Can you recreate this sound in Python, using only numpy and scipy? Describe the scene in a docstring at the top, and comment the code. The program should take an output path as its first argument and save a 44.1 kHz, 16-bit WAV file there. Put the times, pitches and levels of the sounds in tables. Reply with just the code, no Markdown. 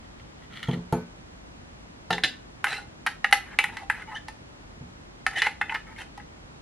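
"""A sardine tin slides over a plate, a grainy drag with small crunches, and bumps boom in the table.
A moment later a fork taps on the plate and rings freely.
Then its tines knock and scrape in the tin, with short squeaks and one more soft bump.
Oil and a steadying hand keep the thin metal short and dull: its tones are quickly dying sines and noise.
Throughout, close kitchen walls reflect these sounds and a low steady room noise lies beneath."""
import sys
import numpy as np
from scipy import signal
from scipy.fft import rfft, irfft
from scipy.io import wavfile

SR = 44100
rng = np.random.default_rng(int(sys.argv[2]) if len(sys.argv) > 2 else 0)


def wav_record(signal):
    """Record a signal, one row per channel, as 16-bit PCM in the file named by sys.argv[1]."""
    frames = np.transpose(np.atleast_2d(signal))
    bounded = np.clip(frames, -1, 1)
    # unit amplitude maps onto the largest positive 16-bit level
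    quanta = np.round(bounded * 32767).astype(np.int16)
    wavfile.write(sys.argv[1], SR, quanta)


N = 291554  # length of the scene in samples

# colour of the room noise: pitch_hz, level_db (per Hz, relative)
ROOM_NOISE = [(12, -28), (20, -20.5), (43, 0.5), (92, -3.5), (240, -7), (310, -9.5), (433, -15.5),
              (830, -17.5), (7000, -36.5), (10500, -47.5), (13800, -64), (15000, -84.5)]
ROOM_NOISE_DB = -49
# side filter for the room noise: pitch_hz, gain_db
ROOM_NOISE_WIDTH = [(60, -19), (140, -9), (280, -1), (560, 4), (2000, 6.5), (10000, 7)]
# how long the kitchen's reflections last: pitch_hz, time_to_fall_60_db_s
KITCHEN_DECAY = [(150, 0.39), (700, 0.18), (2000, 0.29), (5000, 0.25), (12000, 0.23)]
# side filter for the reflections: pitch_hz, gain_db
REFLECTION_WIDTH = [(150, -44), (300, -18), (1100, -23), (2000, -11.5), (3600, -6), (7000, 3.5)]
# side filter for the direct sound: pitch_hz, gain_db
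DIRECT_WIDTH = [(150, -46), (600, -39), (1100, -39.5), (1900, -31), (3600, -12), (6300, -8.5), (10000, -2)]
EDGE_HZ = 15900  # upper limit of the finished sound

# bumps on plate and table: start_s, thud_db, plate_ring_db, brightness_db_per_octave
BUMPS = [(0.684, -19.5, -58, -3), (.731, -29.5, -70, -1.5), (0.773, -33.5, -82, -4.5),
         (.925, -17.5, -43, 0.5), (2.104, -35.5, -45.5, 7.5), (2.129, -37.5, -58, 7),
         (2.237, -46, -43.5, 6), (4.809, -38.5, -93, -6.5)]
# tones of the table: pitch_hz, level_db, time_to_fall_60_db_s
TABLE_TONES = [(101, -5, 0.11), (129.4, 3.5, 0.23), (176.4, 3, 0.27), (239.6, 0, 0.17), (292.5, -5, 0.15),
               (340.6, -8.5, 0.17), (434, -7, 0.21), (482, -5, 0.096), (686, -9.5, 0.12), (827, -11, 0.12),
               (887, -2.5, 0.073), (1369, -8, 0.064)]
# tones of the plate: pitch_hz, level_db, time_to_fall_60_db_s
PLATE_TONES = [(1510, -1, 0.43), (2345, -8, 0.44), (3200, -7, 0.087), (4330, -6.5, 0.22), (6650, -3.5, 0.1),
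               (9400, -5, 0.095), (11300, -6, 0.12)]

# loudness of the tin dragging over the plate: time_s, level_db
DRAG = [(0.03, -56.5), (0.12, -70), (0.36, -66), (0.43, -58.5), (0.5, -58), (0.56, -46), (0.6, -44.5),
        (0.65, -42), (0.67, -54), (0.72, -51), (0.75, -48), (0.78, -77)]
# moments when the sliding tin catches on the plate: start_s, level_db
CATCHES = [(.198, -47.5), (0.539, -41), (0.565, -38.5), (.572, -37.5), (0.592, -40), (0.602, -42),
           (0.629, -27), (.643, -45), (.656, -46), (0.672, -41), (0.689, -39), (0.713, -35), (0.733, -32.5),
           (0.741, -38)]
# colour of the ringing tin base: pitch_hz, level_db (per Hz, relative)
BASE_COLOUR = [(300, -29), (1100, -18), (1360, 8), (1620, -14), (1900, 8), (2080, 0.5), (2280, -1),
               (2620, -13), (2950, 1), (3280, -1), (3600, -6.5), (4350, -9.5), (4800, -21), (6700, -24),
               (8000, -27), (11000, -29), (15000, -46)]

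# the fork bouncing on the plate: start_s, level_db
FORK_TAPS = [(2.108, -38), (2.128, -32.5), (2.236, -26), (2.2442, -30)]
# tones of the free fork: pitch_hz, level_db, time_to_fall_60_db_s
FORK_TONES = [(248.3, -9, 0.3), (750, -7, 0.15), (1646, 1, 0.14), (1786, 6.5, 0.14), (2005, 0, 0.17),
              (2730, -7, 0.21), (2780, -12, .1), (2925, 5, .12), (3200, -5, 0.12), (3420, -10, 0.18),
              (3673, -1, 0.16), (3925, -11, 0.08), (3960, -8, 0.13), (4204, -6.5, 0.084), (4720, -9, .19),
              (4940, -9, .17), (5356, -14, 0.16), (6320, -12, 0.14), (7402, -20, 0.19), (9405, -24, 0.14)]
# colour of the crack of steel on the plate: pitch_hz, level_db (per Hz, relative)
FORK_CRACK = [(150, -17), (800, -10.5), (1150, -13.5), (1800, 8.5), (2300, -2), (4100, 4.5), (4450, -17),
              (5200, -5), (5900, -17), (10500, -25), (13000, -48), (16000, -50)]

# squeaks of metal sticking as it slides: start_s, end_s, first_pitch_hz, last_pitch_hz, level_db
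SQUEAKS = [(0.672, 0.701, 3380, 3110, -47), (0.707, 0.735, 3420, 3030, -49.5),
           (2.686, 2.707, 2740, 2740, -47), (2.698, 2.739, 4030, 4000, -42),
           (2.718, 2.736, 1520, 1410, -37), (2.736, 2.788, 2640, 2720, -43.5),
           (2.764, 2.788, 4110, 4050, -44.5), (2.774, 2.803, 1430, 1420, -42.5),
           (4.145, 4.182, 2960, 3200, -42), (4.156, 4.19, 1724, 1797, -37.5),
           (5.351, 5.404, 1880, 1877, -31), (5.357, 5.385, 2930, 3090, -36.5),
           (5.384, 5.411, 3250, 3600, -38), (5.447, 5.476, 2034, 2136, -29)]

# fixed tones of the tin: pitch_hz, level_db, time_to_fall_60_db_s (before the tines damp them)
TIN_TONES = [(247.6, -13, 0.026), (439, -13, 0.049), (1006, -6, 0.045), (1295, -6, 0.11),
             (1457, -2.5, 0.052), (1660, -8.5, 0.093), (1817, -7.5, 0.036), (1981, -7, 0.069),
             (2021, 1, 0.06), (2290, -8.5, 0.037), (2503, -19, 0.23), (2687, -11.5, 0.089),
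             (2937, -13.5, 0.11), (3060, -10, 0.041), (3606, -21.5, 0.096), (3900, -16.5, 0.046),
             (4034, -16, 0.049), (4330, -27, 0.13), (5590, -28, 0.039), (7440, -31, 0.14),
             (9340, -23, 0.063), (10030, -18, 0.078)]
# colour of the tin's crowd of weak tones: pitch_hz, level_db (per Hz, relative)
TIN_CROWD = [(100, -18.5), (550, -26), (800, -1.5), (1150, -3), (1800, 11), (2700, -8.5), (3400, -9),
             (4300, -12), (4800, -13), (7600, -18.5), (10000, -16), (11400, -19.5), (13000, -38),
             (16000, -56)]
# note of the tin's floor, which shifts as hand and fork press on it: time_s, pitch_hz
FLOOR_NOTE = [(.6, 825), (2.15, 750), (2.7, 827), (3.3, 799.6), (3.6, 833), (4.2, 855), (5.26, 777),
              (5.42, 856), (5.65, 832), (5.73, 925.7), (6, 817)]
# borders of the bands thud, body, floor, wall, rim, edge and tick: pitch_hz
BANDS = [150, 340, 600, 1200, 2200, 3200, 7000, 16000]
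# usual colour of a knock, one value for each band: level_db
KNOCK_DB = [-41, -29.5, -12, -7, -7.5, -14, -26.5]
# usual colour of a stroke, one value for each band: level_db
STROKE_DB = [-26.5, -20, -4, -7.5, -7.5, -17, -24]
# how much of a contact's weight goes into each band, mostly low ones: share (no unit)
WEIGHT_SHARE = [1, 0.066, 0.97, 0, 0, 0.22, 0.031]
# how much of a contact's hardness goes into each band, mostly high ones: share (no unit)
HARDNESS_SHARE = [0.067, 0.21, 0.022, 0.13, 0.6, 1.62, 1.24]
WALL_NOTE_DB = 7  # lift of the band that holds the wall's note
# strokes of the fork: start_s, end_s, level_db, swell_db, wall_pitch_hz, weight_db, hardness_db
SCRAPES = [(2.664, 2.733, -32, -1, 1796, -4, 5), (2.733, 2.822, -38, -13, 1950, 1, 5.5),
           (3.396, 3.549, -45.5, 13, 1696, -3.5, -0.5), (3.595, 3.7, -35.5, 6, 2370, -5.5, -24),
           (3.717, 3.837, -45, -1.5, 1960, 5, 2.5), (3.913, 4.035, -40, 0.5, 2014, -2.5, 0.5),
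           (4.067, 4.149, -40, 1, 2198, 6.5, -3), (4.144, 4.177, -41.5, -7, 1669, -2, 4.5),
           (5.297, 5.348, -42, 15, 1874, 2.5, -2.5), (5.354, 5.414, -29, -8, 1819, -4, 5.5),
           (5.426, 5.469, -31.5, 5, 2000, -2.5, 4.5), (5.682, 5.726, -39, -8, 1951, 8.5, 0),
           (5.737, 5.768, -34, -16, 1943, 4, 3), (5.863, 5.931, -45.5, -4, 2170, -1.5, -2),
           (5.96, 6.019, -39.5, 10, 2100, -3.5, 5)]
# knocks of the fork: start_s, level_db, wall_pitch_hz, weight_db, hardness_db, sharp_tick_db
CLINKS = [(2.106, -32.5, 1736, 19.5, 2, 0), (2.181, -34, 1676, 8, -2.5, 2), (2.642, -23, 1620, 4.5, -3, 11),
          (2.65, -29, 2080, -10, -6.5, -1), (2.668, -29.5, 2110, 2, -3, -10),
          (3.064, -25, 1893, 2, -2.5, 11), (3.07, -27, 1580, 5, 1.5, -17),
          (3.2436, -20, 1860, 1, -3.5, -0.5), (3.311, -45, 1920, 12, 0.5, 17),
          (3.3257, -15.5, 2058, 6, 1.5, 0), (3.33, -24, 1760, 11, -9.5, 27.5),
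          (3.5877, -16.5, 2308, -2.5, -2, 5.5), (3.64, -25.5, 2189, 3.5, -1.5, 9.5),
          (3.769, -38, 1960, 5, 2, 3.5), (3.899, -20.5, 2043, 1.5, -8, 9.5),
          (4.283, -44, 1830, 15.5, 3.5, 8), (5.2646, -22.5, 1810, 2, -1, 4.5),
          (5.333, -44, 1902, 4, -4, 12), (5.419, -22.5, 1820, -9, 3.5, -3),
          (5.4245, -28.5, 2050, 4.5, -5, 4), (5.449, -42, 2070, 10, -2, -10),
          (5.462, -32, 2045, 0, -0.5, -4), (5.6129, -23.5, 2137, 4, -5, 0.5),
          (5.618, -30.5, 2087, -6, -5.5, -27), (5.695, -27.5, 3010, -12, -10, -15),
          (5.722, -34, 2079, 12, -8, 1), (5.748, -32, 1970, 9, -1, -6), (5.756, -32.5, 1790, -6, -4, -8),
          (6.176, -52.5, 1920, 23, 1.5, 10.5), (6.198, -47.5, 1940, -15.5, -8, 3)]


def amp(db):
    """Turn decibels into a plain multiplier."""
    return 10 ** (np.asarray(db) / 20)


def evened(x):
    """Bring each channel to an average (RMS) strength of one."""
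    return x / np.sqrt(np.mean(x ** 2, axis=-1, keepdims=True) + 1e-20)


def read(points, hz):
    """Read a curve at any pitch, with pitch on a log scale."""
    f, value = np.transpose(points)
    return np.interp(np.log(hz + 1), np.log(f + 1), value)


def add(mix, s, sound):
    """Lay a sound into the mix at s seconds, cut off at the end of the mix."""
    part = mix[:, round(s * SR):][:, :sound.shape[1]]
    part += sound[:, :part.shape[1]]


def convolve(a, b):
    """Let every sample of one sound set off a copy of the other."""
    return signal.fftconvolve(np.atleast_2d(a), np.atleast_2d(b), axes=1)


def colour(x, points, size=4096):
    """Filter a sound to a given dB curve, without any sound ahead of its cause."""
    cepstrum = irfft(np.log(amp(read(points, np.fft.rfftfreq(size, 1 / SR)))))
    # folding the cepstrum forward makes the filter respond as early as it can
    cepstrum[1:size // 2] *= 2
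    cepstrum[size // 2 + 1:] = 0
    response = irfft(np.exp(rfft(cepstrum)))
    return convolve(x, response)[:, :x.shape[1]]


def wander(n, per_s):
    """A random curve: straight lines between per_s random points a second."""
    knots = rng.standard_normal(200)
    return np.interp(np.arange(n) * per_s / SR, np.arange(len(knots)), knots)


def ring(modes, t, spread_db, detune=0):
    """Dying sines as mid and side; each blow shares its energy, and may bend the tones, differently."""
    hz, db, t60 = np.transpose(modes)
    hz = hz * (1 + detune * rng.standard_normal(len(hz)))
    gains = amp(db + spread_db * rng.standard_normal((2, len(hz))))
    gains = gains * rng.choice([-1, 1], (2, len(hz)))
    sines = np.sin(2 * np.pi * hz[:, None] * t)
    return gains @ (sines * amp(-60 * t / t60[:, None]))


def spread(x, width):
    """Mid and side become left and right."""
    mid, side = x[0], colour(x[1:], width)[0]
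    return np.array([mid + side, mid - side])


def hush():
    """The low steady noise of the room: random noise shaped by a fixed curve."""
    gain = amp(read(ROOM_NOISE, np.fft.rfftfreq(N, 1 / SR)))
    noise = irfft(rfft(rng.standard_normal((2, N))) * gain, N)
    return amp(ROOM_NOISE_DB) * evened(noise)


def kitchen(x, wet_db=-9, size=20000):
    """Sparse reflections from close walls, each band dying at its own speed."""
    echoes_per_s, build_up_s = 3000, 0.0096
    taps = rng.standard_normal((2, size)) * (rng.random((2, size)) < echoes_per_s / SR)
    hz, t, z = signal.stft(taps, SR, nperseg=256)
    fading = z * amp(-60 * t / read(KITCHEN_DECAY, hz)[:, None])
    tail = signal.istft(fading, SR, nperseg=256)[1][:, :size]
    build_up = np.clip(np.arange(size) / SR / build_up_s, 0, 1) ** 2
    tail = evened(tail * build_up) / np.sqrt(size)
    # pitch_hz, gain_db
    tail = colour(tail, [(150, -3.5), (400, 5.0), (900, -3), (2000, -5), (4000, 0.5), (11000, 0.0)])
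    return amp(wet_db) * convolve(x, tail)[:, :N]


def bumps(knock_db=-9, knock_t60=0.27, tick_db=9, tick_t60=0.053, size=26000):
    """A bump booms in the table and leaves a tick and a faint ring in the plate."""
    # pitch_hz, level_db per Hz
    knock_colour = [(50, -18), (250, 9.5), (900, 3.5), (2000, -10.5), (6000, -32.0), (15000, -48)]
    tick_colour = [(2000, 4), (6500, -13), (11500, -5.5), (15000, -35)]
    out, t = np.zeros((2, N)), np.arange(size) / SR
    for s, thud_db, plate_db, tilt_db in BUMPS:
        # brightness tilts the table's tones around 170 Hz
        tilted = [(hz, db + tilt_db * np.log2(hz / 170), t60) for hz, db, t60 in TABLE_TONES]
        table = ring(tilted, t, spread_db=3.5)
        knock = evened(colour(rng.standard_normal((2, size)), knock_colour))
        knock *= amp(knock_db + tilt_db - 60 * t / knock_t60)
        thud = (table + knock) * (1 - np.exp(-t / 0.0013))  # soft onset
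        tick = evened(colour(rng.standard_normal((2, size)), tick_colour))
        tick *= amp(tick_db - 60 * t / tick_t60)
        plate = tick + ring(PLATE_TONES, t, spread_db=0.5)
        add(out, s, amp(thud_db - 3.5) * thud + amp(plate_db) * plate)
    return out


def base(ring_db=-3, ring_t60=0.063, tick_db=2, tick_t60=0.0091, rise_s=0.00071, size=3000):
    """A tick and the brief ring of the tin's base, a little different each time it is made."""
    t = np.arange(size) / SR
    fall = amp(ring_db - 60 * t / ring_t60) + amp(tick_db - 60 * t / tick_t60)
    noise = evened(colour(rng.standard_normal((2, size)), BASE_COLOUR))
    return noise * fall * (1 - np.exp(-t / rise_s))


def slide(grains_per_s=190, grain_spread_db=5, gain_db=-2, count=6):
    """Grit between tin and plate rings the tin's base; now and then its rim catches with a small crunch."""
    times, db = np.transpose(DRAG)
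    t, out = np.arange(0, times[-1], 1 / SR), np.zeros((2, N))
    hits = rng.random(len(t)) < grains_per_s / SR
    force = hits * amp(grain_spread_db * rng.standard_normal(len(t)))
    # each grain sets off one of a few versions of the ring
    spot = rng.integers(0, count, len(t))
    grit = evened(sum(convolve(force * (spot == k), base())[:, :len(t)] for k in range(count)))
    add(out, 0, grit * amp(gain_db + np.interp(t, times, db, left=-np.inf)))
    for s, catch_db in CATCHES:
        add(out, s, amp(catch_db) * base())
    return out


def fork_taps(crack_db=12.0, crack_t60=0.052, ring_db=-3, size=14000):
    """Outside the tin the tines bounce on the hard plate: a crack, then the fork rings freely."""
    out, t = np.zeros((2, N)), np.arange(size) / SR
    for s, db in FORK_TAPS:
        crack = evened(colour(rng.standard_normal((2, size)), FORK_CRACK))
        crack *= amp(crack_db - 60 * t / crack_t60)
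        ringing = amp(ring_db) * ring(FORK_TONES, t, spread_db=2.5, detune=0.0029)
        add(out, s, amp(db) * (crack + ringing))
    return out


def squeaks(waver_hz=80, flutter_db=5, overtone_db=-16):
    """Metal sticks as it slides: a rough, gliding note with weak overtones."""
    out = np.zeros((2, N))
    for start, end, first_hz, last_hz, db in SQUEAKS:
        n = max(round((end - start) * SR), 400)
        hz = np.linspace(first_hz, last_hz, n) + waver_hz * wander(n, per_s=725)
        phase = 2 * np.pi * np.cumsum(hz) / SR
        note = np.zeros((2, n))
        for k in range(3):
            overtone = np.array([np.sin((k + 1) * phase), np.cos((k + 1) * phase)])
            note += amp(overtone_db * k) * overtone
        flutter = amp(flutter_db * wander(n, per_s=390))
        add(out, start, amp(db) * evened(note * flutter * signal.windows.tukey(n, .3)))
    return out


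def floor_note(s):
    """The pitch of the tin's floor at this moment, set by the pressure of hand and fork."""
    return np.interp(s, *np.transpose(FLOOR_NOTE))


def tin(floor_hz, wall_hz, hold, bend=1, spread_db=4.5, note_db=3, floor_t60=0.079, wall_t60=0.1,
        sheet_db=3, sheet_t60=0.08, crack_db=10, crack_t60=0.012, size=7000):
    """The tin's answer to one tap: two movable notes, nearly fixed tones, and a crowd of brief ones."""
    t = np.arange(size) / SR
    notes = [(floor_hz * bend, note_db, floor_t60), (wall_hz * bend, note_db, wall_t60)]
    tones = ring(TIN_TONES + notes, t, spread_db, detune=0.01)
    # bend moves the two notes and the crowd up or down in pitch
    crowd = evened(colour(rng.standard_normal((2, size)), np.multiply(TIN_CROWD, [bend, 1])))
    crowd *= amp(sheet_db - 60 * t / sheet_t60) + amp(crack_db - 60 * t / crack_t60)
    # tines that stay pressed on the metal choke it
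    damping = np.interp(t, [0, .012], [1, hold ** 2])
    return (tones + crowd) * damping * (1 - np.exp(-t / 0.00058))


def contact(usual_db, level_db, wall_hz, weight_db, hardness_db, tick_db=0):
    """Band levels of a contact: weight drives low bands, hardness high ones, a sharp tip the top one."""
    holds_note = np.diff(np.greater(BANDS, wall_hz).astype(int))
    band_db = level_db + np.add(usual_db, WALL_NOTE_DB * holds_note)
    band_db = band_db + np.multiply(weight_db, WEIGHT_SHARE) + np.multiply(hardness_db, HARDNESS_SHARE)
    band_db[-1] += tick_db
    return band_db


def voiced(x, band_db, span):
    """The point of contact sets how strongly each band sounds over the first span seconds."""
    n = round(span * SR)
    hz = np.fft.rfftfreq(2 * n, 1 / SR)
    centres = np.sqrt(np.multiply(BANDS[:-1], BANDS[1:]))
    fade = signal.windows.tukey(2 * n, .2)[n:]
    for _ in range(2):  # the second pass comes closer to the wanted levels
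        power = abs(rfft(x[0, :n] * fade, 2 * n)) ** 2 / n ** 2
        band_power = [power[(hz >= lo) & (hz < hi)].sum() for lo, hi in zip(BANDS, BANDS[1:])]
        now_db = 10 * np.log10(np.array(band_power) + 1e-20)
        x = colour(x, np.c_[centres, np.subtract(band_db, now_db)])
    return x


def scrapes(typical_slips_per_s=260, firm_db=-32, halving_db=6, jitter=.65, slip_spread_db=8,
            grit_db=-27, pressure_db=2, spot_s=.02, spot_bend=.06, gain_db=-6.0):
    """Tines stick and slip under uneven pressure, with fine grit; each new spot rings differently."""
    out = np.zeros((2, N))
    for start, end, db, swell_db, wall_hz, *touch_db in SCRAPES:
        n = max(round((end - start) * SR), 400)
        gaps, sizes = rng.standard_normal(400), rng.uniform(-1, 1, 400)
        # a light touch rubs finely, a firm one sticks longer
        rate = typical_slips_per_s * 2 ** ((firm_db - db) / halving_db)
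        at = (np.cumsum(np.exp(jitter * gaps)) * SR / rate).astype(int)
        inside = at < n
        force = amp(grit_db) * rng.standard_normal(n)
        force[at[inside]] += amp(slip_spread_db * sizes[inside])
        pressure = np.linspace(0, swell_db, n) + pressure_db * wander(n, per_s=98.0)
        force *= amp(pressure) * signal.windows.tukey(n, .08)
        # the tines reach a new spot every spot_s seconds
        place, rubbed = (np.arange(n) / SR / spot_s).astype(int), 0
        for k in np.unique(place):
            bend = np.exp(spot_bend * rng.standard_normal())
            spot = tin(floor_note(start), wall_hz, hold=0.98, bend=bend,
                       spread_db=6.5, sheet_db=5.5, crack_db=10, size=4500)
            rubbed = rubbed + convolve(force * (place == k), evened(spot))
        band_db = contact(STROKE_DB, db, wall_hz, *touch_db)
        add(out, start, voiced(rubbed, band_db, span=n / SR))
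    return amp(gain_db) * out


def clinks(hold=0.8):
    """Single blows of the tines set the tin ringing, and the resting tines soon damp it."""
    out = np.zeros((2, N))
    for s, db, wall_hz, *touch_db in CLINKS:
        band_db = contact(KNOCK_DB, db, wall_hz, *touch_db)
        add(out, s, voiced(tin(floor_note(s), wall_hz, hold), band_db, span=1 / 50))
    return out


def scene():
    """The tin sits straight ahead; reflections and room noise come from all around."""
    near = bumps() + slide() + fork_taps() + squeaks() + scrapes() + clinks()
    room_noise = spread(hush(), ROOM_NOISE_WIDTH)
    reflections = spread(kitchen(near), REFLECTION_WIDTH)
    return room_noise + reflections + spread(near, DIRECT_WIDTH)


def record(dry):
    """Full-scale clipping, then a low-pass filter that removes the highest treble."""
    low_pass = signal.firwin(511, EDGE_HZ, window=("kaiser", 9), fs=SR)
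    return signal.oaconvolve(np.clip(dry, -1, 1), low_pass[None], "same", axes=1)


dry = scene()
out = record(dry)
wav_record(out)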